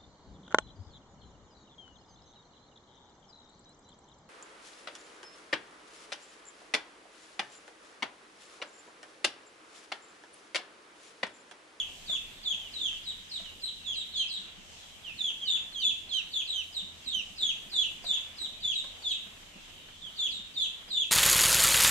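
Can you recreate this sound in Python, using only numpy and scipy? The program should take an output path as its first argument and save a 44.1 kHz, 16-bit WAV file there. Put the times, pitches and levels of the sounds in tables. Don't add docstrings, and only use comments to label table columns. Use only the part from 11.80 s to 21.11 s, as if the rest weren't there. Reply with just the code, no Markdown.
import sys
import numpy as np
from scipy import signal
from scipy.fft import rfft, irfft
from scipy.io import wavfile
from scipy.ndimage import uniform_filter1d

SR = 44100
rng = np.random.default_rng(int(sys.argv[2]) if len(sys.argv) > 2 else 0)


def log_audio(samples):
    frames = np.atleast_2d(samples).T
    limited = np.clip(frames, -1, 1)
    pcm = np.round(limited * 32767).astype(np.int16)
    wavfile.write(sys.argv[1], SR, pcm)


N = 410571

# f/Hz, relative spectral level/dB
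AIR_SPECTRUM = [(12, -30), (20, 6.5), (40, -2.5), (56, -11), (122, -9.5), (200, -7.5), (397, -13.5),
                (616, -12.5), (1440, -15.5), (2300, -12), (4820, -18.5), (7470, -16), (9560, -26.5),
                (14000, -27)]
HARMONICS_DB = [2.5, -13, -29.5, -35]
VOICES = {"mid": (720, -18.5, 399.5, 813, 2, .6, -0.5, -2),
          "high": (781, -20.5, 400.5, 900, 2.5, -1, -2, -4),
          "low": (650.5, -15, 450.5, 480, 1.8, 0.2, -6, 5),
          "steep": (450, -21.5, 597.5, 653, 1.5, -0.9, -3, -4.5),
          "far": (150.5, -27, 481, 328, 2.6, -7.5, -5, 3)}
# t/s, bird, held length/s, start f/Hz, level/dB
PEEP_CUES = [(-0.071, "mid", 0.073, 3770, -31.5), (0.284, "mid", 0.062, 3733, -32),
             (0.655, "mid", 0.063, 3695, -33), (0.792, "far", 0.076, 3410, -46),
             (0.938, "high", 0.04, 4130, -40), (0.996, "steep", 0.077, 3800, -33),
             (1.112, "far", 0.046, 3460, -45.5), (1.258, "high", 0.041, 4122, -37),
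             (1.517, "high", 0.045, 4190, -36), (1.64, "far", 0.044, 3370, -50),
             (1.822, "high", 0.051, 4180, -35.5), (2.05, "steep", 0.076, 3777, -37),
             (2.151, "high", 0.055, 4190, -37), (2.342, "steep", 0.076, 3742, -32.5),
             (2.365, "high", 0.04, 4400, -41), (2.503, "high", 0.057, 4154, -36),
             (3.252, "far", 0.044, 3185, -42), (3.39, "steep", 0.092, 3798, -33.5),
             (3.608, "far", 0.07, 3430, -39.5), (3.676, "mid", 0.072, 3783, -29.5),
             (3.951, "low", 0.077, 3426, -37), (4.022, "mid", 0.068, 3730, -29.5),
             (4.079, "far", 0.028, 4170, -42), (4.316, "low", 0.071, 3423, -33),
             (4.336, "high", 0.035, 4180, -39.5), (4.538, "mid", 0.059, 3702, -33),
             (4.674, "high", 0.047, 4110, -35.5), (4.732, "low", 0.069, 3437, -34.5),
             (4.946, "high", 0.041, 4130, -36.5), (5.262, "high", 0.049, 4020, -37),
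             (5.326, "low", 0.065, 3471, -33.5), (5.585, "high", 0.052, 4066, -36),
             (5.612, "mid", 0.082, 3696, -31), (5.92, "high", 0.054, 4116, -38.5),
             (5.942, "mid", 0.076, 3744, -29.5), (5.994, "high", 0.027, 4290, -45),
             (6.022, "far", 0.044, 3400, -35.5), (6.253, "high", 0.059, 3960, -34.5),
             (6.272, "mid", 0.077, 3787, -31.5), (6.586, "high", 0.06, 4134, -35),
             (6.832, "mid", 0.08, 3777, -32.5), (6.94, "high", 0.061, 4100, -37),
             (7.242, "mid", 0.064, 3728, -32.5), (7.3, "high", 0.042, 4056, -36),
             (8.22, "far", 0.055, 3690, -44), (8.387, "mid", 0.073, 3702, -32.5),
             (8.516, "high", 0.053, 4140, -38), (8.764, "mid", 0.075, 3752, -31),
             (8.806, "high", 0.041, 4180, -36.7), (9.107, "high", 0.048, 4030, -34),
             (9.156, "mid", 0.064, 3720, -31.5)]
# t/s, level/dB, f/Hz
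THUD_CUES = [(0.281, -48, 177), (0.73, -52, 193), (1.613, -49, 193), (2.584, -53, 198), (2.776, -49.5, 206),
             (4.075, -46, 223), (4.435, -54, 170), (5.021, -46, 192), (5.263, -48.5, 232),
             (5.364, -43, 217), (5.499, -50.5, 200), (5.623, -48.5, 221), (5.857, -51, 213),
             (6.291, -49.5, 190), (7.462, -50, 212), (7.754, -45.5, 215), (8.233, -49.5, 160),
             (8.476, -56, 243), (8.594, -49.5, 217), (9.088, -50, 212)]
# t/s, level/dB, f/Hz
TAP_CUES = [(0.294, -45, 650), (0.329, -46, 1073), (0.789, -59, 690), (1.597, -48.5, 686),
            (5.854, -55, 624), (5.927, -49.5, 780), (5.959, -58, 890), (6.239, -41, 704),
            (6.376, -49.5, 1026), (7.039, -45.5, 1075)]

AIR_DB, AIR_SWELL_DB, AIR_FLICKER_DB = -53.5, 0.67, 1.72
AIR_CENTRED_HZ, AIR_FROM_LEFT = 428, 0.067
HUM_HZ, HUM_WIDTH_HZ, HUM_DB = 79.6, 7.5, -68
LEAD_HOLD_S, LEAD_DROP_S, LEAD_SLIDE_HZ = .02, .010, 258.3
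ONSET_DB, ATTACK_S, ATTACK_DB, SWELL_S, FALL_S, FALL_DB = -6, 0.0063, -4.5, 0.02, .027, -14
SAG_AT, SAG_SHARE, WAVER_HZ = 0.2985, .48, 34.95
OVERTONE_GROWTH = 0.83
CHORUS_PER_S, CHORUS_DB, CHORUS_SPREAD_DB, CHORUS_HZ = 110, -53, 4, 3520
SCRATCH_PER_S, SCRATCH_DB, SCRATCH_SPREAD_DB = 25, -65.5, 2.5
SCRATCH_RISE_S, SCRATCH_DECAY_S = 0.0072, 0.034
EARLY_T60_S, EARLY_FROM_LEFT = 0.11, 0.16
SHED_T60_S, SHED_DB, SHED_DAMP_HZ = 0.47, -5, 6600
MIC_LAG_S, TOP_HZ = 0.0003387, 14150


def undb(db):
    return 10 ** (np.asarray(db) / 20)


def level(x, db):
    return x * undb(db) / np.sqrt(np.mean(x ** 2))


def add(out, s, x):
    i = int(round(s * SR))
    a, b = max(i, 0), min(i + x.shape[-1], N)
    if b > a:
        out[..., a:b] += x[..., a - i:b - i]


def drift(rate):
    k = int(SR / rate)
    steps = np.repeat(rng.standard_normal(N // k + 1), k)
    smooth = uniform_filter1d(uniform_filter1d(steps, k), k)[:N]
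    return smooth / smooth.std()


def ventilation():
    hz = np.maximum(np.arange(N // 2 + 1) * SR / N, 1)
    curve_hz, curve_db = np.array(AIR_SPECTRUM).T
    shape = undb(np.interp(np.log(hz), np.log(curve_hz), curve_db))
    centred = 1.01 / (1 + (hz / AIR_CENTRED_HZ) ** 2) / (1 + (45 / hz) ** 2)
    coherence = centred + (1 - centred) * AIR_FROM_LEFT * np.exp(-2j * np.pi * hz * MIC_LAG_S)
    left, unrelated = rfft(rng.standard_normal((2, N)))
    right = coherence * left + np.sqrt(1 - np.minimum(abs(coherence), 1) ** 2) * unrelated
    pair = shape * np.array([left, right])
    out, swell = 0, drift(0.76)
    for octave in range(4, 14):
        band = np.clip(1 - abs(np.log2(hz) - octave - .5), 0, 1)
        out = out + irfft(pair * band, N) * undb(AIR_SWELL_DB * swell + AIR_FLICKER_DB * drift(12))
    return level(out, AIR_DB)


def fan_hum():
    edges = [HUM_HZ - HUM_WIDTH_HZ / 2, HUM_HZ + HUM_WIDTH_HZ / 2]
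    noise = signal.sosfilt(signal.butter(2, edges, "band", fs=SR, output="sos"), rng.standard_normal(N))
    tone = np.sin(2 * np.pi * HUM_HZ * np.arange(N) / SR)
    return level(tone + level(noise, -3.0), HUM_DB)


def peep(held_s, start_hz, above_hz, lead_db, sink_hz, fall_hz, waver, flutter_db, bright_db, lag_s=0.):
    lead_s, end_s = LEAD_HOLD_S + LEAD_DROP_S, held_s + FALL_S
    lead_hz, knee_hz = start_hz + above_hz, start_hz - sink_hz
    t = np.arange(int((lead_s + end_s + .012) * SR)) / SR - lead_s - lag_s
    pitch_times = [-lead_s, -LEAD_DROP_S, 0, SAG_AT * held_s, held_s, end_s]
    sag_hz = start_hz - SAG_SHARE * sink_hz
    pitches = [lead_hz + LEAD_SLIDE_HZ, lead_hz, start_hz, sag_hz, knee_hz, knee_hz - fall_hz]
    hz = np.interp(t, pitch_times, pitches)
    hz += WAVER_HZ * np.interp(t, np.linspace(0, .12, len(waver)), waver - waver[0])
    hz = uniform_filter1d(hz, size=SR // 120)
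    peak_s = min(SWELL_S, 0.39 * held_s)
    effort_times = [-lead_s, -.75 * lead_s, -LEAD_DROP_S, 0, ATTACK_S, peak_s, held_s, end_s,
                    end_s + 0.0037]
    effort_db = np.interp(t, effort_times,
                          [-60, lead_db, lead_db, ONSET_DB, ATTACK_DB, 0, -1.5, FALL_DB, -60])
    flutter = np.interp(t, np.linspace(0, .12, len(flutter_db)), flutter_db)
    phase = 2 * np.pi * (np.cumsum(hz) / SR - hz[0] * lag_s)
    tone = 0
    for k, harmonic_db in enumerate(HARMONICS_DB):
        db = harmonic_db + flutter + k * bright_db + effort_db * (1 + OVERTONE_GROWTH * k)
        tone = tone + undb(db) * np.sin((k + 1) * phase)
    return np.sqrt(2) * tone


def early_echoes(x):
    t = np.arange(SR // 5) / SR
    echo = rng.standard_normal((2, len(t))) * undb(-60 * t / EARLY_T60_S) * (t > .002)
    delayed_left = np.roll(echo[0], int(MIC_LAG_S * SR))
    echo[1] = EARLY_FROM_LEFT * delayed_left + np.sqrt(1 - EARLY_FROM_LEFT ** 2) * echo[1]
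    echo /= np.linalg.norm(echo, axis=1, keepdims=True)
    return signal.fftconvolve(x[None], echo, axes=1)


def shed_reverb(x):
    t = np.arange(SR) / SR
    tail = signal.lfilter(*signal.butter(1, SHED_DAMP_HZ, fs=SR), rng.standard_normal((2, SR)))
    tail *= undb(-60 * t / SHED_T60_S) * np.minimum(t / 0.029, 1)
    tail *= undb(SHED_DB) / np.linalg.norm(tail, axis=1, keepdims=True)
    return signal.fftconvolve(x[None], tail, axes=1)[:, :N]


def far_chorus():
    flock, span_s = np.zeros(N), N / SR + 1
    count = int(CHORUS_PER_S * span_s)
    for when, (pitch, length, loudness) in zip(rng.random(count), rng.standard_normal((count, 3))):
        hz = CHORUS_HZ * (1 + .09 * pitch)
        held_s = .06 * (1 + 0.196 * np.tanh(length))
        call = peep(held_s, hz, above_hz=.15 * hz, lead_db=-7, sink_hz=.12 * hz, fall_hz=0.1586 * hz,
                    waver=np.zeros(2), flutter_db=np.zeros(2), bright_db=-10.0)
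        add(flock, when * span_s - 1, undb(CHORUS_SPREAD_DB * loudness) * call)
    return level(shed_reverb(flock) + undb(-10) * early_echoes(flock)[:, :N], CHORUS_DB)


def scratching():
    hits = (rng.random(N) < SCRATCH_PER_S / SR) * undb(SCRATCH_SPREAD_DB * np.tanh(rng.standard_normal(N)))
    softened = uniform_filter1d(hits, int(SCRATCH_RISE_S * SR))
    bursts = signal.lfilter([1], [1, -np.exp(-3 / (SCRATCH_DECAY_S * SR))], softened)
    noise = signal.lfilter(*signal.butter(2, [300, 3000], "band", fs=SR), rng.standard_normal((2, N)))
    return level(bursts * noise, SCRATCH_DB)


def near_chicks():
    out, sends = np.zeros((2, N)), {bird: np.zeros(N) for bird in VOICES}
    wobbles = rng.standard_normal((len(PEEP_CUES), 2, 16))
    for (s, bird, held_s, hz, db), (waver, shake) in zip(PEEP_CUES, wobbles):
        above, lead, sink, fall, flutter, bright, pan_db, direct_db = VOICES[bird]
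        direct_share = 1 / (1 + undb(-direct_db) ** 2)
        direct, wet = np.sqrt(direct_share), np.sqrt(1 - direct_share)
        begin = s - LEAD_HOLD_S - LEAD_DROP_S
        left, right = (peep(held_s, hz, above, lead, sink, fall, waver, flutter * shake, bright, lag)
                       for lag in (0, MIC_LAG_S))
        sides = undb(db + np.array([[pan_db], [-pan_db]]) / 2)
        add(out, begin, sides * direct * np.array([left, right]))
        add(out, begin, sides * wet * early_echoes(left))
        add(sends[bird], begin, undb(db) * wet * left)
    return out + sum(shed_reverb(send) for send in sends.values())


def feeder_knocks(cues, t60_s, scuff_db):
    out, t = np.zeros(N), np.arange(SR // 4) / SR
    scuffs = signal.lfilter(*signal.butter(1, 1800, fs=SR), rng.standard_normal((len(cues), len(t))))
    for (s, db, hz), scuff in zip(cues, scuffs):
        ring = np.sin(2 * np.pi * hz * t) + 0.38 * np.sin(2 * np.pi * 1.45 * hz * t)
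        envelope = undb(db - 60 * t / t60_s) * np.minimum(t / 0.0047, 1)
        add(out, s, envelope * (ring + undb(scuff_db) * scuff))
    return out + undb(-0.5) * early_echoes(out)[:, :N] + undb(-4.5) * shed_reverb(out)


def scene():
    thuds = feeder_knocks(THUD_CUES, t60_s=0.081, scuff_db=-7)
    taps = feeder_knocks(TAP_CUES, t60_s=0.055, scuff_db=10)
    return near_chicks() + far_chorus() + thuds + taps + scratching() + ventilation() + fan_hum()


def record(dry):
    return signal.sosfilt(signal.ellip(14, .2, 90, TOP_HZ, fs=SR, output="sos"), dry)


dry = scene()
out = record(dry)
log_audio(out)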